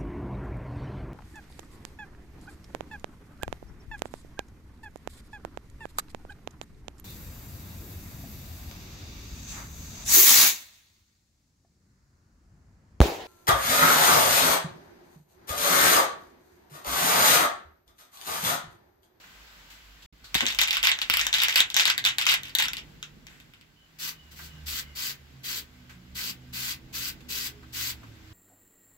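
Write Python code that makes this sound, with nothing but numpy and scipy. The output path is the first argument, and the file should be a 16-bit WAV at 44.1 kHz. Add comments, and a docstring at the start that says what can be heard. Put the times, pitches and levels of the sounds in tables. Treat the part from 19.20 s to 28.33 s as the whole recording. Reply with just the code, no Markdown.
"""Soft traffic rumble and hiss with faint taps come first, then a short silence left by an edit.
A hand then shakes a steel aerosol can: each blow of its mixing ball is a dry click and a dying clatter.
Short puffs of paint follow, each a jet of shaped noise, in a small workshop with its own brief answer.
Through the open door come filtered-noise traffic, an engine note that rises and falls, drones and
a far bird's falling whistles. Two unlike microphone ports of a phone listen."""
import sys
import numpy as np
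from scipy import signal
from scipy.fft import rfft, irfft, next_fast_len
from scipy.io import wavfile
from scipy.ndimage import uniform_filter1d, map_coordinates

SR = 44100
rng = np.random.default_rng(int(sys.argv[2]) if len(sys.argv) > 2 else 0)


def magnitude_from_level(level_db):
    """Linear magnitude for a level in decibels (20 dB per decade)."""
    exponent = np.asarray(level_db, float) / 20
    return 10 ** exponent


def inscribe(sig):
    """Save sig as 16-bit PCM at rate SR to the path in sys.argv[1].

    A 1-D sig is mono; a 2-D sig holds one channel per row.
    Samples are clipped to [-1, 1] before scaling.
    """
    pcm = np.round(np.clip(np.atleast_2d(sig).T, -1, 1) * 32767)
    wavfile.write(sys.argv[1], SR, pcm.astype(np.int16))


N = 402633  # samples

# Source levels are those ahead of random wander, the room and the colour of the ports.
# Clearest blows of the ball, ahead of NEAR_DB and CLICK_BRIGHTNESS_DB:
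# start_s, click_level_db, treble_db (against the click's body)
BALL_BLOWS = [(1.152, -6.5, -10.5), (1.2072, -7.5, -33), (1.2558, -16, -28), (1.266, -8, -73),
              (1.3483, -20.5, -10.5), (1.3882, -4, -24), (1.4155, -4, -14), (1.4753, -15.5, -16),
              (1.5085, -8, -18), (1.5695, -9.5, -18), (1.63, -9.5, -15), (1.6536, -8.5, -21),
              (1.6714, -3.5, -27), (1.717, -7, -56), (1.789, -19.5, -26), (1.8168, -8.5, -21),
              (1.8994, -6, -7.5), (1.9392, -6, -23), (1.9714, -8, -4.5), (1.9947, -9.5, -21),
              (2.0134, -10, -29), (2.0679, -10, -13.5), (2.1291, -6.5, -33), (2.1724, -20.5, -33),
              (2.2024, -7.5, -33.5), (2.2199, -10, -19), (2.2357, -7.5, -6.5), (2.2844, -8.5, -15.5),
              (2.359, -16.5, -21), (2.4046, -2, -14), (2.5022, -19, -12), (2.5438, -9.5, -42),
              (2.5662, -2, -15.5), (2.597, -4.5, -34), (2.6339, -17, -29.5), (2.6549, -3, -28),
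              (2.678, -9.5, -27), (2.7013, -5, -39), (2.7796, -9.5, -10.5), (2.8416, -15.5, -21),
              (2.8511, -3, -22.5), (2.9846, -8, -16.5), (3.0146, -15, -27), (3.055, -17, -13),
              (3.0671, -4, -27), (3.0898, -4.5, -28), (3.1405, -7.5, -8.5), (3.2342, -23.5, -11),
              (3.3515, -7.5, -4), (3.3865, -6.5, -13.5), (3.4004, -11, -11), (3.4565, -16, -27),
              (3.484, -15, -31), (3.5336, -18, -8), (3.5693, -19.5, -35), (3.8283, -22, -23),
              (4.0688, -31, -16), (4.2014, -36.5, -14), (4.337, -36.5, -32), (4.4119, -39, -35)]
# Rebounds after a hard stroke, ahead of NEAR_DB: start_s, length_s, level_db (of the first rebounds)
BALL_RATTLES = [(1.155, .04, -20.5), (1.266, 0.059, -20.5), (1.39, 0.052, -12), (1.477, .015, -14.5),
                (1.509, .055, -15), (1.632, .065, -13), (1.905, 0.15, -20), (2.129, .06, -12),
                (2.211, .04, -15), (2.283, .06, -17.5), (2.356, .04, -9.5), (2.57, .05, -15),
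                (2.664, .04, -17), (2.852, .04, -10.5), (2.989, .04, -20.5), (3.07, .07, -11.5),
                (3.243, 0.058, -30.5), (3.388, 0.052, -13), (3.572, 0.021, -27), (3.84, 0.023, -43)]
# Resonances of the paint-damped can, ahead of the colour of each spot: pitch_hz, width_hz, level_db
CAN_RESONANCES = [(415, 1400, -31), (987, 370, -16), (1462, 220, -8), (1910, 940, -5), (2770, 1235, -1.5),
                  (3673, 505, 2), (4700, 1520, -6.5), (5720, 1500, -5), (7040, 3700, -18)]
# Treble of steel on steel: frequency_hz, level_db
STEEL_EDGE = [(6000, -30), (8000, -8), (11000, 0), (16000, 1)]
# How fast the clatter dies: frequency_hz, t60_s
CLATTER_DECAY = [(700, 0.12), (2000, 0.19), (4000, 0.13), (8000, 0.15), (15000, 0.036)]
# Spray puffs: valve_opens_s, valve_shuts_s, level_db (at the start, ahead of the slower onset)
SPRAY_PUFFS = [(4.784, 4.896, -34.5), (5.107, 5.122, -44), (5.152, 5.266, -47), (5.457, 5.596, -34),
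               (5.748, 5.905, -33.5), (6.23, 6.389, -34), (6.945, 7.098, -34.5), (7.325, 7.52, -33.5),
               (7.724, 7.891, -34), (8.083, 8.271, -34), (8.523, 8.704, -33.5)]
# Relative spectrum of the spray jet: frequency_hz, level_db
JET_SPECTRUM = [(300, -9), (700, -21), (1200, -9), (1600, -6.5), (2500, -1.5), (4800, 3.5), (7000, -4),
                (12000, -5), (16000, -3)]
# Soft taps and scuffs of hand, can and box: start_s, level_db, pitch_hz, width_hz, t60_s
SOFT_TAPS = [(0.04, -50.5, 1600, 900, 0.066), (.5, -48, 3020, 3050, 0.4), (0.821, -50, 3560, 1500, 0.28),
             (1.041, -53, 1400, 600, 0.17), (1.042, -46, 4200, 1200, 0.31), (1.144, -16, 3570, 3440, 0.02),
             (4.089, -54.5, 1980, 2000, 1), (5.19, -45, 1440, 500, 0.23), (6.694, -48, 1806, 1810, 0.27),
             (8.005, -52.5, 3000, 2500, 0.11), (8.43, -52.5, 1310, 500, 0.12),
             (8.832, -50, 1283, 499, 0.13)]
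# Thuds through the bench, ahead of the left-right tilt: start_s, level_db, pitch_hz, t60_s
BENCH_THUDS = [(1.152, -18.5, 69, 0.057), (1.223, -28.5, 239, 0.2), (1.899, -29, 64.7, 0.073),
               (5.218, -50, 76.3, 0.24)]
# Traffic over time: time_s, rumble_level_db, hiss_level_db
STREET_LEVELS = [(0, -60.5, -54), (.86, -59, -56), (.93, -57.5, -64), (1.3, -58, -47.5), (3.6, -49, -58),
                 (4.2, -54.5, -65), (4.6, -60.5, -64.5), (5.3, -51, -56), (6.05, -53.5, -60.5),
                 (8.1, -49.5, -60), (9.13, -53, -57)]
# Relative spectra of the traffic: frequency_hz, level_db
RUMBLE_SPECTRUM = [(15, -53), (25, 7), (59, -0.5), (91, -10.5), (124, -2.5), (284, -9.5), (320, -12.5),
                   (565, -23), (900, -28.5), (1170, -45.5), (1980, -120)]
HISS_SPECTRUM = [(300, -4.5), (700, -1), (1500, 2), (3000, 1.5), (5000, -0.5), (8000, -10), (12000, -12),
                 (16000, -12)]
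# Gliding engine note: time_s, pitch_hz, level_db
ENGINE_GLIDE = [(2.1, 105.2, -62), (2.61, 106.9, -64), (3.15, 137.6, -58), (3.48, 145.1, -55.5),
                (4.52, 155.2, -68), (5.28, 162.1, -56), (5.35, 154, -54), (6.48, 124.8, -59),
                (7.69, 129.7, -48.5), (8.18, 129, -54.5), (9.1, 104.6, -49)]
# Street drones: start_s, end_s, pitch_hz, waver_hz (size of the pitch waver), level_db
STREET_DRONES = [(0, 2.5, 52.7, 6.2, -53), (5, 6, 72, 1.63, -47), (5.5, 31, 72, 1.53, -46.5),
                 (0, 5.2, 96, 1.9, -66), (6, 9.14, 246, 1.4, -58), (6.5, 10.05, 319, 1.9, -63.5),
                 (8, 8.45, 413, 1.3, -60), (6.5, 7.6, 180, 3, -57)]
# Falling whistles of the bird: start_s, length_s, first_pitch_hz, level_db
BIRD_CHIRPS = [(4.56, .17, 3040, -66), (4.94, .2, 3000, -61), (5.27, .2, 2980, -60), (5.62, .17, 2990, -61),
               (5.62, .15, 2170, -61)]
# How fast the workshop's answer dies: frequency_hz, t60_s
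WORKSHOP_DECAY = [(300, 0.43), (2000, 0.2), (6000, 0.08), (15000, 0.1)]
# Left-right likeness of near sounds and of the street: frequency_hz, likeness (1 = the same)
NEAR_LIKENESS = [(200, .9), (700, .5), (1600, .6), (2600, .25), (4500, .35), (7000, .05)]
STREET_LIKENESS = [(60, .95), (130, .85), (290, .6), (640, .25), (1400, 0)]
# Colour of each microphone port: frequency_hz, level_db
LEFT_PORT = [(100, -5), (1000, 0.5), (3000, 1.5), (5500, -0.5), (7700, 7), (8700, -6.5), (10500, 0),
             (12500, 4.5), (15700, 2.5)]
RIGHT_PORT = [(100, -2.5), (1000, 2.5), (3000, 2), (5000, -1), (7000, -9.5), (8500, -26.5), (10300, -17),
              (11700, 0), (15700, -0.5)]
# Cavity resonances at both ports: pitch_hz, width_hz, level_db
PORT_CAVITIES = [(1545, 70, 6), (2025, 60, 4)]
# Band limits of the whole sound, with a steep cutoff near 16 kHz: frequency_hz, level_db
BAND_LIMITS = [(28, -14), (45, 0), (15750, 0), (16000, -30), (16600, -45), (17000, -80)]
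# The edit's silence: start_s, end_s
EDIT_SILENCE = (.862, .925)

PORT_LAG_S = 7 / SR  # can and spray reach the right port later
NEAR_DB = 1.5  # the can is close to the ports
CLICK_BRIGHTNESS_DB = 11.5  # gain of the steel treble over the can's body, on top of each treble_db
CLATTER_DB = -22  # clatter after a clear blow, against its click
REBOUND_GAP_S = 0.013  # mean flight between rebounds
REBOUND_SAG_DB_PER_S, REBOUND_SCATTER_DB = 33.5, 5
REBOUND_TREBLE_DB, REBOUND_CLATTER_DB = -15.5, -17  # glancing: a set treble and more clatter
PRESS_DB_PER_S = 3.5  # the finger presses further down during a puff
CHIRP_SAG_HZ_PER_S = 600


def unit(x):
    """Scales a sound to rms 1."""
    return x / np.sqrt(np.mean(x ** 2) + 1e-20)


def along(points, hz):
    """Reads a curve of (frequency, value) points on a log frequency axis."""
    f, value = np.transpose(points)
    return np.interp(np.log(hz + 1), np.log(f + 1), value)


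def curves(rows):
    """Draws one value per sample for each column after the time."""
    s, *columns = np.transpose(rows)
    return [np.interp(np.arange(N) / SR, s, column) for column in columns]


def wobble(rate):
    """Draws a smooth random curve with this many knots a second."""
    knots = rng.standard_normal(int(N * rate / SR) + 4)
    return map_coordinates(knots, [np.arange(N) * rate / SR])


def filtered(x, response):
    """Multiplies the spectrum of x by a complex response of frequency."""
    m = next_fast_len(x.shape[-1] + 8192)
    spectrum = rfft(x, m) * response(np.fft.rfftfreq(m, 1 / SR))
    return irfft(spectrum, m)[..., :x.shape[-1]]


def causal(db):
    """Builds the minimum-phase response with these gains by folding the cepstrum."""
    cepstrum = irfft(np.log(magnitude_from_level(db)))
    half = len(cepstrum) // 2
    cepstrum[1:half] *= 2
    cepstrum[half + 1:] = 0
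    return np.exp(rfft(cepstrum))


def band(f, hz, width):
    """Gives the complex response of one damped resonance."""
    return 1j * f * width / (hz * hz - f * f + 1j * f * width)


def late(x):
    """Delays the right channel by the lag between the ports."""
    return filtered(x, lambda f: np.exp(-2j * np.pi * f * np.array([[0], [PORT_LAG_S]])))


def spread(pair, likeness, gain=lambda f: 1):
    """Turns two unrelated signals into mid and side so that left and right are as alike as asked."""
    def mid_side_gains(f):
        turn = np.arccos(np.clip(along(likeness, f), -1, 1)) / 2
        return gain(f) * np.array([np.cos(turn), np.sin(turn)])
    mid, side = filtered(pair, mid_side_gains)
    return np.array([mid + side, mid - side])


def rush(spectrum, likeness, patchy_db):
    """Makes shaped stereo noise of rms 1 with patches of random gain in time and frequency."""
    z = signal.stft(rng.standard_normal((2, N + 512)), nperseg=256)[2]
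    patches = uniform_filter1d(rng.standard_normal(z.shape[1:]), size=4, axis=0)
    patches = uniform_filter1d(patches, size=12, axis=1)
    pair = signal.istft(z * magnitude_from_level(patchy_db * unit(patches)), nperseg=256)[1][:, :N]
    return unit(spread(pair, likeness, lambda f: magnitude_from_level(along(spectrum, f))))


def fading(decay):
    """Makes a quarter second of stereo noise, each frequency dying at its own speed."""
    f, t, z = signal.stft(rng.standard_normal((2, SR // 4)), SR, nperseg=128)
    fade = magnitude_from_level(-60 * t / along(decay, f)[:, None])
    return signal.istft(z * fade, SR, nperseg=128)[1][:, :SR // 4]


def add(track, s, piece):
    """Mixes a piece into the track at time s."""
    i = round(s * SR)
    track[:, i:i + piece.shape[1]] += piece[:, :N - i]


def room(x, wet_db):
    """Adds the workshop's answer, the sound convolved with fading noise."""
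    tail = fading(WORKSHOP_DECAY)
    answer = signal.fftconvolve(x, tail / np.linalg.norm(tail[0]), axes=1)[:, :N]
    return x + magnitude_from_level(wet_db) * answer


def contacts():
    """Lists (start_s, click_db, treble_db, clatter_db): clear blows, then each rattle's uneven rebounds."""
    rows = [(s, db, treble_db, CLATTER_DB) for s, db, treble_db in BALL_BLOWS]
    for start, length, db in BALL_RATTLES:
        flight, size = rng.random((2, 12))
        times = np.cumsum(REBOUND_GAP_S * (0.5 + flight)) - REBOUND_GAP_S / 2
        for after, u in zip(times, size):
            if after < length:
                level_db = db - REBOUND_SAG_DB_PER_S * after + REBOUND_SCATTER_DB * (2 * u - 1)
                rows.append((start + after, level_db, REBOUND_TREBLE_DB, REBOUND_CLATTER_DB))
    return rows


def can_body(f, spot_db):
    """Sums the can's resonances with alternating sign, each tilted by where the ball lands."""
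    total = 0
    for k, (hz, width, level_db) in enumerate(CAN_RESONANCES):
        total = total + (-1) ** k * magnitude_from_level(level_db + spot_db[k]) * band(f, hz, width)
    return total


def steel_edge(f):
    """Gives the treble gain of steel on steel."""
    return magnitude_from_level(along(STEEL_EDGE, f))


def ball_click(t, spot_db, treble_db):
    """Rings the can body and steel edge with a noise knock that dies 60 dB in 3 ms."""
    knock = magnitude_from_level(-60 * t / 0.003) * rng.standard_normal((2, len(t)))
    knock[0, 0] = 5  # the first contact is the hardest
    low = filtered(spread(knock, NEAR_LIKENESS), lambda f: can_body(f, 0.86 * spot_db))
    high = filtered(knock, steel_edge)
    return low / abs(low).max() + magnitude_from_level(treble_db + CLICK_BRIGHTNESS_DB) * high / abs(high).max()


def ball_clatter(t, spot_db, treble_db):
    """Roughens fading noise with tiny bounces to give the clatter of ball, paint and room."""
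    ticks = (rng.random(len(t)) < 400 / SR) * rng.exponential(size=len(t))
    uneven = 1 + 11 * uniform_filter1d(ticks, size=30)  # bounces under a millisecond long
    wash = fading(CLATTER_DECAY) * uneven * (1 - np.exp(-t / 0.00073))
    edge_gain = magnitude_from_level(0.52 * treble_db - 12.5)
    clatter = filtered(spread(wash, NEAR_LIKENESS),
                       lambda f: can_body(f, 0.42 * spot_db) + edge_gain * steel_edge(f))
    return clatter / np.sqrt(np.mean(clatter[:, :SR // 40] ** 2))  # rms 1 over the first 25 ms


def blows():
    """Strikes the can at every contact: a dry click, then a clatter, coloured anew by each spot."""
    out, t = np.zeros((2, N)), np.arange(SR // 4) / SR
    for s, db, treble_db, clatter_db in contacts():
        spot_db = 4 * rng.standard_normal(len(CAN_RESONANCES))
        click = magnitude_from_level(db) * ball_click(t, spot_db, treble_db)
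        clatter = magnitude_from_level(db + clatter_db) * ball_clatter(t, spot_db, treble_db)
        add(out, s - 0.0004, click + clatter)
    return room(magnitude_from_level(NEAR_DB) * late(out), wet_db=-11.0)


def spray():
    """Opens the valve fast and lets pressure run down after it shuts; droplets roughen the noise jet."""
    t, flow = np.arange(N) / SR, np.zeros(N)
    for opens, shuts, db in SPRAY_PUFFS:
        rise = 1 - np.exp(-np.clip(t - opens, 0, None) / 0.019)
        press_db = PRESS_DB_PER_S * np.clip(t - opens, 0, shuts - opens)
        fall_db = -60 * np.clip(t - shuts, 0, None) / 0.12
        flow += rise ** 1.11 * magnitude_from_level(db + press_db + fall_db)
    roughness = magnitude_from_level(1 + 0.8 * wobble(25) + 1.2 * wobble(400))
    jet = flow * roughness * late(rush(JET_SPECTRUM, NEAR_LIKENESS, patchy_db=1.1))
    return room(jet, wet_db=-5)


def handling():
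    """Makes taps from broad puffs of noise, and thuds from low pushes stronger at the left port."""
    out, t = np.zeros((2, N)), np.arange(SR // 3) / SR

    def band_noise(hz, width):
        return unit(filtered(rng.standard_normal((2, len(t))), lambda f: band(f, hz, width)))

    for s, db, hz, width, t60 in SOFT_TAPS:
        onset = 1 - np.exp(-t / (0.0044 * t60))
        add(out, s, magnitude_from_level(db - 60 * t / t60) * onset * band_noise(hz, width))
    for s, db, hz, t60 in BENCH_THUDS:
        push = 0.7 * np.sin(2 * np.pi * hz * t) + 0.8 * band_noise(hz, 1.4 * hz)
        add(out, s, magnitude_from_level(db - 60 * t / t60) * push * magnitude_from_level([[3.0], [-3.0]]))
    return out


def tone(hz):
    """Sums a moving pitch into the phase of a sine of rms 1."""
    return np.sqrt(2) * np.sin(2 * np.pi * np.cumsum(hz) / SR)


def traffic():
    """Makes rumble and hiss from shaped noise whose levels drift."""
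    rumble_db, hiss_db = curves(STREET_LEVELS)
    rumble = magnitude_from_level(rumble_db + 1.6 * wobble(4.6)) * rush(RUMBLE_SPECTRUM, STREET_LIKENESS, patchy_db=1.36)
    hiss = magnitude_from_level(hiss_db + 0.6 * wobble(5)) * rush(HISS_SPECTRUM, STREET_LIKENESS, patchy_db=0.7)
    return rumble + hiss


def engine():
    """Glides one engine order as a sine with an unsteady pitch and level."""
    hz, level_db = curves(ENGINE_GLIDE)
    started = np.arange(N) / SR > ENGINE_GLIDE[0][0]
    return started * magnitude_from_level(level_db + 3.5 * wobble(10)) * tone(hz + 1.1 * wobble(9))


def drones():
    """Swells wavering sines along half-sine arches; one is still rising at the end."""
    out, t = np.zeros(N), np.arange(N) / SR
    for start, end, hz, waver, db in STREET_DRONES:
        swell = np.sin(np.pi * np.clip((t - start) / (end - start), 0, 1)) ** 0.6
        out += magnitude_from_level(db + 3.9 * wobble(13)) * swell * tone(hz + waver * wobble(2.5 * waver + 4))
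    return out


def street():
    """Sums wide traffic noise with the engine and drones, which are equal in both channels."""
    return traffic() + engine() + drones()


def bird():
    """Blurs falling whistles with slow random gains, as by distance, unlike at the two ports."""
    out = np.zeros((2, N))
    for start, length, first_hz, db in BIRD_CHIRPS:
        u = np.linspace(0, 1, round(length * SR))
        blur = filtered(rng.standard_normal((2, 2, len(u))), lambda f: f < 80)
        hz = first_hz - CHIRP_SAG_HZ_PER_S * length * u
        whistle = np.exp(2j * np.pi * np.cumsum(hz) / SR)
        blurred = unit(np.real(whistle * (blur[0] + 1j * blur[1])))
        add(out, start, magnitude_from_level(db) * np.sin(np.pi * np.sqrt(u)) * blurred)
    return out


def scene():
    """Sums can, spray, hand, street and bird."""
    return blows() + spray() + handling() + street() + bird()


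def low_pass(x):
    """Removes everything above the highest recorded frequency."""
    return signal.sosfilt(signal.butter(12, 16990, fs=SR, output="sos"), x)


def record(dry):
    """Colours each port, limits the band, adds capsule hiss, mutes the edit and softly overloads the input."""
    def responses(f):
        cavity_db = sum(db * abs(band(f, hz, width)) ** 2 for hz, width, db in PORT_CAVITIES)
        shared_db = along(BAND_LIMITS, f) + cavity_db
        return [causal(along(port, f) + shared_db) for port in (LEFT_PORT, RIGHT_PORT)]

    x = filtered(dry, responses)
    capsule_hiss = filtered(rng.standard_normal((2, N)), lambda f: (f > 9500) * magnitude_from_level(along(BAND_LIMITS, f)))
    x += magnitude_from_level(-80) * capsule_hiss
    t = np.arange(N) / SR
    mute_start, mute_end = EDIT_SILENCE
    x *= np.clip(np.maximum(mute_start - t, t - mute_end) / 0.0013, 0, 1)  # fades of 1.3 ms
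    x /= (1 + abs(x / 0.97) ** 6) ** (1 / 6)  # soft overload of the input stage
    return low_pass(x)


dry = scene()
out = record(dry)
inscribe(out)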